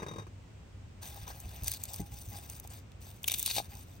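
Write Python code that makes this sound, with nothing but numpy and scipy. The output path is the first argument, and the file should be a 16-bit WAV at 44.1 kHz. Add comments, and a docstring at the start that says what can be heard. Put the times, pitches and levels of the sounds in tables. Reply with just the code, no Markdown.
"""At an outdoor table, peeled garlic cloves tumble into a ceramic dish, each impact exciting its modes.
A hand rummages through dry skins in a bowl: friction makes them rustle, brittle fracture makes them snap,
and nudges set bowl and table vibrating. A papery bulb is then cracked apart in a run of fractures.
A close pair of microphone ports picks it all up, over a low outdoor rumble and a faint hiss of air."""
import sys
import numpy as np
from scipy import signal
from scipy.fft import rfft, irfft
from scipy.io import wavfile
from scipy.ndimage import uniform_filter1d

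SR = 44100
rng = np.random.default_rng(int(sys.argv[2]) if len(sys.argv) > 2 else 0)


def waveform_to_disk(signal):
    """Save audio, clipped to [-1, 1], as 16-bit WAV at the path in sys.argv[1]."""
    frames = np.transpose(np.atleast_2d(signal))
    scaled = np.clip(frames, -1, 1) * 32767
    samples = np.round(scaled).astype(np.int16)
    wavfile.write(sys.argv[1], SR, samples)


N = 176400
TIME, BINS = np.arange(N) / SR, np.fft.rfftfreq(N, 1 / SR)

# Levels are relative. Spectra of the outdoor background: f/Hz, level/dB
RUMBLE_SPECTRUM = [(20, -43), (40, -13.5), (62, 0), (78, -5), (99, 1.5), (122, -8.5), (270, -19.5),
                   (600, -37), (2000, -97)]
AIR_SPECTRUM = [(100, 8.5), (600, 2.5), (1700, -5.5), (2600, -5), (4000, -12), (8400, -14), (10800, -37.5),
                (13500, -25)]
# Cloves landing: t/s, thud level/dB, dish level/dB
LANDINGS = [(0.0, -41, -51.5), (0.0212, -40, -59), (0.0293, -37, -67), (0.064, -38.5, -54),
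            (0.084, -38, -48), (.113, -41, -62), (.136, -43.5, -56), (0.16, -42, -58.5), (.184, -39, -55),
            (.196, -42.5, -57), (.222, -48.5, -66), (0.268, -48.5, -78)]
# Spectrum of a landing: f/Hz, level/dB
LANDING_SPECTRUM = [(40, -16), (150, 4), (240, -8.5), (440, -3.5), (700, -13), (1100, -7), (1500, -16),
                    (2100, -20.5), (3200, -31), (6500, -28), (14000, -39)]
# Modes of the dish: f/Hz, level/dB, T60/s
DISH_MODES = [(1130, -10, .05), (1450, -7, 0.055), (1918, -18, 0.06), (3757, -1, 0.13), (5000, -7, 0.056),
              (6000, -10, 0.12)]
# Strokes of the hand: t/s, duration/s, level/dB, body offset/dB
HAND_STROKES = [(1.011, 0.091, -49, 2.5), (1.102, 0.14, -54, 3.5), (1.261, 0.044, -52.5, 9.5),
                (1.323, 0.17, -55.5, 2), (1.492, 0.17, -57, 5.5), (1.642, 0.11, -41, -9.5),
                (1.786, 0.08, -53, 0.5), (1.871, 0.14, -48, -4.5), (2.048, 0.026, -53.5, -3),
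                (2.103, 0.12, -51, -6.5), (2.237, 0.09, -53.5, -10), (2.305, 0.085, -49.5, -0.5),
                (2.413, 0.05, -54, 0), (2.479, 0.094, -51, -1.5), (2.62, 0.031, -55.5, 0),
                (2.689, 0.093, -55, 0), (3, 0.11, -55.5, -1.5), (3.118, 0.11, -62.5, -4),
                (3.594, 0.066, -55, -2), (3.687, 0.14, -55, 0), (3.857, 0.11, -63.5, 0.5)]
# Spectra of the rustle's two bands: f/Hz, level/dB
BODY_SPECTRUM = [(100, -18), (400, 0.5), (760, 9), (1150, 3), (1850, 0.5), (2300, -3), (3100, -1),
                 (5000, -3), (7000, -8), (16000, -7)]
TREBLE_SPECTRUM = [(500, -52), (3000, -7.5), (6000, -2), (8600, -0.5), (11000, -3), (15700, -0.5)]
# Modes of the bowl: f/Hz, level/dB, T60/s
BOWL_MODES = [(813, -1.5, 0.33), (1820, -27, 0.11), (2030, -7.5, 0.071), (3310, -14, 0.096)]
# Single skins snapping: t/s, crack level/dB, flake level/dB
SKIN_SNAPS = [(1.056, -50, -40), (1.4023, -33, -59), (1.562, -36.5, -52), (1.6356, -28.5, -52),
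              (1.6445, -25.5, -43), (1.674, -26, -35.5), (1.6816, -17.5, -27.5), (1.7173, -18, -37.5),
              (1.726, -37, -36), (1.7385, -26, -34.5), (1.7477, -37, -39), (1.838, -21.5, -44),
              (1.8544, -31, -44), (1.9355, -27.5, -55), (1.9426, -27, -37), (1.961, -30.5, -63),
              (2.257, -43, -55), (2.4997, -27.5, -51.5), (2.5997, -29.5, -55), (2.6749, -35, -53.5),
              (2.9192, -55, -53.5), (3.2325, -31, -64), (3.243, -27.5, -29.5), (3.2734, -34, -45),
              (3.2796, -16, -36), (3.283, -15, -21), (3.2848, -16.5, -34.5), (3.2982, -33, -25),
              (3.31, -31, -35), (3.3165, -25, -32), (3.3189, -18, -31), (3.326, -26, -35.5),
              (3.3405, -21, -24.5), (3.3449, -22, -27), (3.3859, -22.5, -52), (3.395, -17, -44),
              (3.4002, -22, -47.5), (3.4287, -17.5, -36), (3.4617, -15, -27.5), (3.4643, -21.5, -36.5),
              (3.4777, -31, -26.5), (3.5019, -36, -29), (3.5059, -36, -29), (3.5115, -31, -27),
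              (3.5159, -40, -38), (3.5564, -23, -30), (3.5646, -24, -32), (3.584, -29, -24.5),
              (3.7531, -38, -47)]
# Spectra of a crack and of its ringing flake: f/Hz, level/dB
CRACK_SPECTRUM = [(500, -29.5), (4000, -27), (6500, -4), (9500, -4.5), (11000, 1.5), (14000, -3),
                  (16000, -3.5)]
FLAKE_SPECTRUM = [(150, -23), (700, -11.5), (1200, -11.5), (1800, -10.5), (2450, -7.5), (3000, -3.5),
                  (4500, -4), (6000, -6), (9500, -6), (16000, -43)]
# Main resonance of the breaking skin: t/s, f/Hz
SKIN_RESONANCE = [(2.5, 4800), (2.9, 3130), (3.36, 3150), (3.48, 4150)]
# The hand bumping the bowl: t/s, thud level/dB, knock level/dB, ring level/dB
BOWL_NUDGES = [(1.122, -39, -70, -54), (1.225, -32.5, -70, -56.5), (1.45, -31, -47.5, -75),
               (1.622, -26, -46, -68), (1.9962, -30.5, -30.5, -48.5), (2.12, -32, -62, -53.5),
               (2.264, -33, -66, -75), (2.32, -56, -49, -49.5), (3.72, -45, -80, -53.5)]
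# Modes of the table's thud and of the cushioned knock: f/Hz, level/dB, T60/s
TABLE_MODES = [(62, -0.57, 0.21), (78.9, 1.3, 0.14), (109.6, -2, 0.14)]
KNOCK_MODES = [(153.5, 3, 0.1), (184.5, 4.5, 0.11), (300, -4, 0.086), (396, -4.5, 0.058),
               (710, -2.5, 0.029)]
# Cloves shifting: t/s, level/dB
CLOVE_POPS = [(1.303, -37), (2.65, -40), (3.069, -46.5), (3.316, -39.5), (3.566, -32), (3.575, -34),
              (3.5822, -21.5), (3.591, -36.5), (3.6009, -25)]
# Modes of a hollow pop: f/Hz, level/dB, T60/s
POP_MODES = [(562, -39, 0.09), (716, -14, 0.039), (795, -4.5, 0.03)]
# Envelope of the tearing husk: t/s, crackle level/dB, body level/dB
TEAR_ENVELOPE = [(3.256, -52, -55), (3.285, -49, -56), (3.305, -47, -45), (3.34, -44, -48),
                 (3.365, -41.5, -47.5), (3.395, -44, -45), (3.445, -45, -50.5), (3.463, -38, -40),
                 (3.51, -41, -38.5), (3.535, -39.5, -44.5), (3.567, -36.5, -34.5), (3.595, -43, -38),
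                 (3.625, -60, -62.5)]
# Left port against right: f/Hz, phase lead/rad
PORT_LEAD = [(100, 0.1), (800, 0.9), (1300, 2.7), (1580, 2.9), (1950, 0.5), (6500, 0.7), (7700, 3.1),
             (8050, 6), (9200, 5.7), (10700, 3.5), (12000, 2.8), (14000, 0.1), (16000, -0.5)]
# Left port against right: f/Hz, level difference/dB
PORT_LEVEL = [(100, 0), (400, 0.5), (1050, 7.5), (1550, -4), (1850, 0.5), (5700, 5), (6800, 0), (7700, 7.5),
              (8300, 0), (11000, 0)]
# Scattered against direct sound: f/Hz, level/dB
SCATTER_SPECTRUM = [(100, -14), (800, -12), (2000, 4), (4500, -6), (9000, -5), (11200, -22), (13500, -4)]


def amp(db):
    """Amplitude ratio of a level in decibels."""
    return 10 ** (np.asarray(db) / 20)


def unit(x):
    """Normalisation to rms 1."""
    return x / np.sqrt(np.mean(x ** 2) + 1e-20)


def read(points, hz):
    """Interpolation along a log-frequency axis."""
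    f, value = np.transpose(points)
    return np.interp(np.log(hz + 1), np.log(f + 1), value)


def add(mix, start, sound):
    """Superposition of a sound on the mix from a given time."""
    part = mix[max(round(start * SR), 0):][:len(sound)]
    part += sound[:len(part)]


def colour(x, spectrum):
    """Minimum-phase filtering that preserves the power of white noise."""
    hz = abs(np.fft.fftfreq(4096, 1 / SR))
    log_gain = np.log(unit(amp(read(spectrum, hz))))
    taps = np.fft.ifft(np.exp(np.conj(signal.hilbert(log_gain)))).real
    return signal.oaconvolve(x, taps)[:N]


def ring(modes):
    """Free vibration: a sum of exponentially damped modes."""
    t = TIME[:SR // 2]
    return sum(amp(db - 60 * t / t60) * np.sin(2 * np.pi * hz * t) for hz, db, t60 in modes)


def burst(envelope):
    """Amplitude-modulated noise with the energy of its envelope."""
    return unit(envelope * rng.standard_normal(len(envelope))) * np.sqrt(np.mean(envelope ** 2))


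def outdoors(spectrum, db, side_gain):
    """Stationary background noise, partly coherent between the two ports."""
    gain = amp(read(spectrum, BINS))
    mid, side = (unit(irfft(rfft(rng.standard_normal(N)) * gain, N)) for _ in range(2))
    return amp(db) * unit(np.array([mid + side_gain * side, mid - side_gain * side]))


def falling_cloves(contact_s=0.000093, scuff_s=0.012, spread_db=2):
    """Impact: a moist clove thuds and scuffs; the point struck sets the strength of each dish mode."""
    thuds, dish = np.zeros((2, N))
    t = TIME[:SR // 5]
    push = amp(0.5) * t / contact_s * np.exp(1 - t / contact_s)
    for start, thud_db, dish_db in LANDINGS:
        scuff = burst(np.exp(-t / scuff_s))
        add(thuds, start, amp(thud_db) * (push + scuff))
        spot_db = spread_db * rng.uniform(-1.2, 1, len(DISH_MODES))
        modes = [(hz, db + shift, t60) for (hz, db, t60), shift in zip(DISH_MODES, spot_db)]
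        add(dish, start, amp(dish_db) * ring(modes))
    return colour(thuds, LANDING_SPECTRUM) + dish


def crackle(per_s, spread_db, grain_s=0.00035):
    """A Poisson process of tiny fractures, each a puff of noise, most small and a few large."""
    size = amp(spread_db * np.minimum(rng.exponential(1, N), 5))
    fractures = size * (rng.random(N) < per_s / SR)
    puff = np.exp(-((TIME[:256] - TIME[128]) / grain_s) ** 2)
    power = np.convolve(fractures ** 2, puff, "same")
    return unit(np.sqrt(power) * rng.standard_normal(N))


def crinkle(x, depth_db=3, width_hz=900, hold_s=0.025):
    """Resonance depends on shape: as skins crumple, spectral peaks come and go."""
    hz, t, spectra = signal.stft(x, SR, nperseg=256)
    ripple = uniform_filter1d(rng.standard_normal(spectra.shape), round(width_hz / hz[1]), axis=0)
    ripple = uniform_filter1d(ripple, round(hold_s / t[1]), axis=1)
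    _, crinkled = signal.istft(spectra * amp(depth_db * unit(ripple)), SR, nperseg=256)
    return unit(crinkled[:N])


def rustle(rise_s=0.018, fall_s=0.019, sag_db=1):
    """Friction: each stroke rubs many skins together and drives the bowl into faint resonance."""
    treble_envelope, body_envelope = np.zeros((2, N))
    for start, length, db, body_db in HAND_STROKES:
        t = np.maximum(TIME - start, 0)
        push = np.minimum(t / rise_s, 1) * np.exp(-np.maximum(t - length, 0) / fall_s)
        push *= amp(db - sag_db * np.minimum(t / length, 1))
        treble_envelope = np.hypot(treble_envelope, push)  # incoherent sources add in power
        body_envelope = np.hypot(body_envelope, push * amp(body_db))
    grains = crinkle(crackle(per_s=1700, spread_db=3))
    rub = crinkle(crackle(per_s=1700, spread_db=0.5))
    treble = colour(treble_envelope * grains, TREBLE_SPECTRUM)
    body = amp(-5) * colour(body_envelope * rub, BODY_SPECTRUM)
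    bowl = amp(-53.5) * signal.oaconvolve(body, ring(BOWL_MODES))[:N]
    return treble + body + bowl


def skin(x, bandwidth_hz=800):
    """Forced response of a papery skin: a broad hump with one moving resonance."""
    broad = colour(x, FLAKE_SPECTRUM)
    centre_hz = np.interp(TIME, *np.transpose(SKIN_RESONANCE))
    carrier = np.exp(2j * np.pi * np.cumsum(centre_hz) / SR)
    pole = np.exp(-np.pi * bandwidth_hz / SR)
    # Shifting down, low-passing and shifting back makes a moving band-pass.
    resonance = (carrier * signal.lfilter([1 - pole], [1, -pole], broad / carrier)).real
    return amp(-6) * broad + amp(4) * resonance


def snaps(width_s=0.00057, lead_s=0.0021, tail_s=0.0031):
    """Brittle fracture of a skin: a very brief swell of noise, a sharp crack, then a short papery ring."""
    t = TIME[:SR // 25] - 0.01  # zero at the break
    fracture = np.exp(-abs(t) / width_s)
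    skirt = np.exp(-abs(t) / np.where(t < 0, lead_s, tail_s))
    crack, flake = np.zeros((2, N))
    for moment, crack_db, flake_db in SKIN_SNAPS:
        add(crack, moment + t[0], amp(crack_db - 3.5) * burst(fracture + amp(-18.5) * skirt))
        add(flake, moment + t[0], amp(flake_db + 1.5) * burst(fracture + amp(-14.5) * skirt))
    return colour(crack, CRACK_SPECTRUM) + skin(flake)


def nudges(thud_rise_s=0.012, knock_rise_s=0.0044):
    """Cushioned impact: the bowl rocks on the cloth with a knock, a short ring and a thud in the table."""
    out, t = np.zeros(N), TIME[:SR // 2]
    thud = ring(TABLE_MODES) * (1 - np.exp(-t / thud_rise_s))
    knock = ring(KNOCK_MODES) * (1 - np.exp(-t / knock_rise_s))
    bowl = ring(BOWL_MODES)
    for start, thud_db, knock_db, ring_db in BOWL_NUDGES:
        add(out, start, amp(thud_db) * thud + amp(knock_db) * knock + amp(ring_db) * bowl)
    return out


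def pops():
    """Heavily damped modes give a hollow pop as a clove shifts or comes loose."""
    out = np.zeros(N)
    for start, db in CLOVE_POPS:
        add(out, start, amp(db) * ring(POP_MODES))
    return out


def tear(per_s=1900, spread_db=2.5):
    """Crack propagation: the husk of the bulb rips in a dense run of fractures that excite the skin."""
    times, crack_db, body_db = np.transpose(TEAR_ENVELOPE)
    envelopes = (amp(np.interp(TIME, times, db, -np.inf, -np.inf)) for db in (crack_db, body_db))
    crack, body = (envelope * crackle(per_s, spread_db) for envelope in envelopes)
    return colour(crack, CRACK_SPECTRUM) + skin(body)


def ports(x, scatter_t60_s=0.02):
    """Interference: sound reaches two ports at unequal phase and level, with scatter from the crockery."""
    left = amp(read(PORT_LEVEL, BINS) / 2) * np.exp(0.5j * read(PORT_LEAD, BINS))
    direct = rfft(x, N) * np.array([left, 1 / left])
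    t = TIME[:SR // 10]
    echoes = rng.standard_normal((2, len(t))) * amp(-60 * t / scatter_t60_s) * (t > 0.0005)
    echoes /= np.linalg.norm(echoes, axis=1, keepdims=True)
    scatter = amp(read(SCATTER_SPECTRUM, BINS)) * rfft(echoes, N)
    return irfft(direct * (1 + scatter), N)


def scene():
    """Superposition of the sources on the table and the outdoor background."""
    rumble = outdoors(RUMBLE_SPECTRUM, db=-50, side_gain=0.064)
    air = outdoors(AIR_SPECTRUM, db=-59.5, side_gain=0.96)
    near = falling_cloves() + rustle() + snaps() + nudges() + pops() + tear()
    return rumble + air + ports(near)


def record(dry):
    """Band limiting by a linear-phase low-pass filter."""
    cutoff_hz = 16050
    taps = signal.firwin(255, cutoff_hz, window=("kaiser", 9), fs=SR)
    return signal.oaconvolve(dry, taps[None], "same")


dry = scene()
out = record(dry)
waveform_to_disk(out)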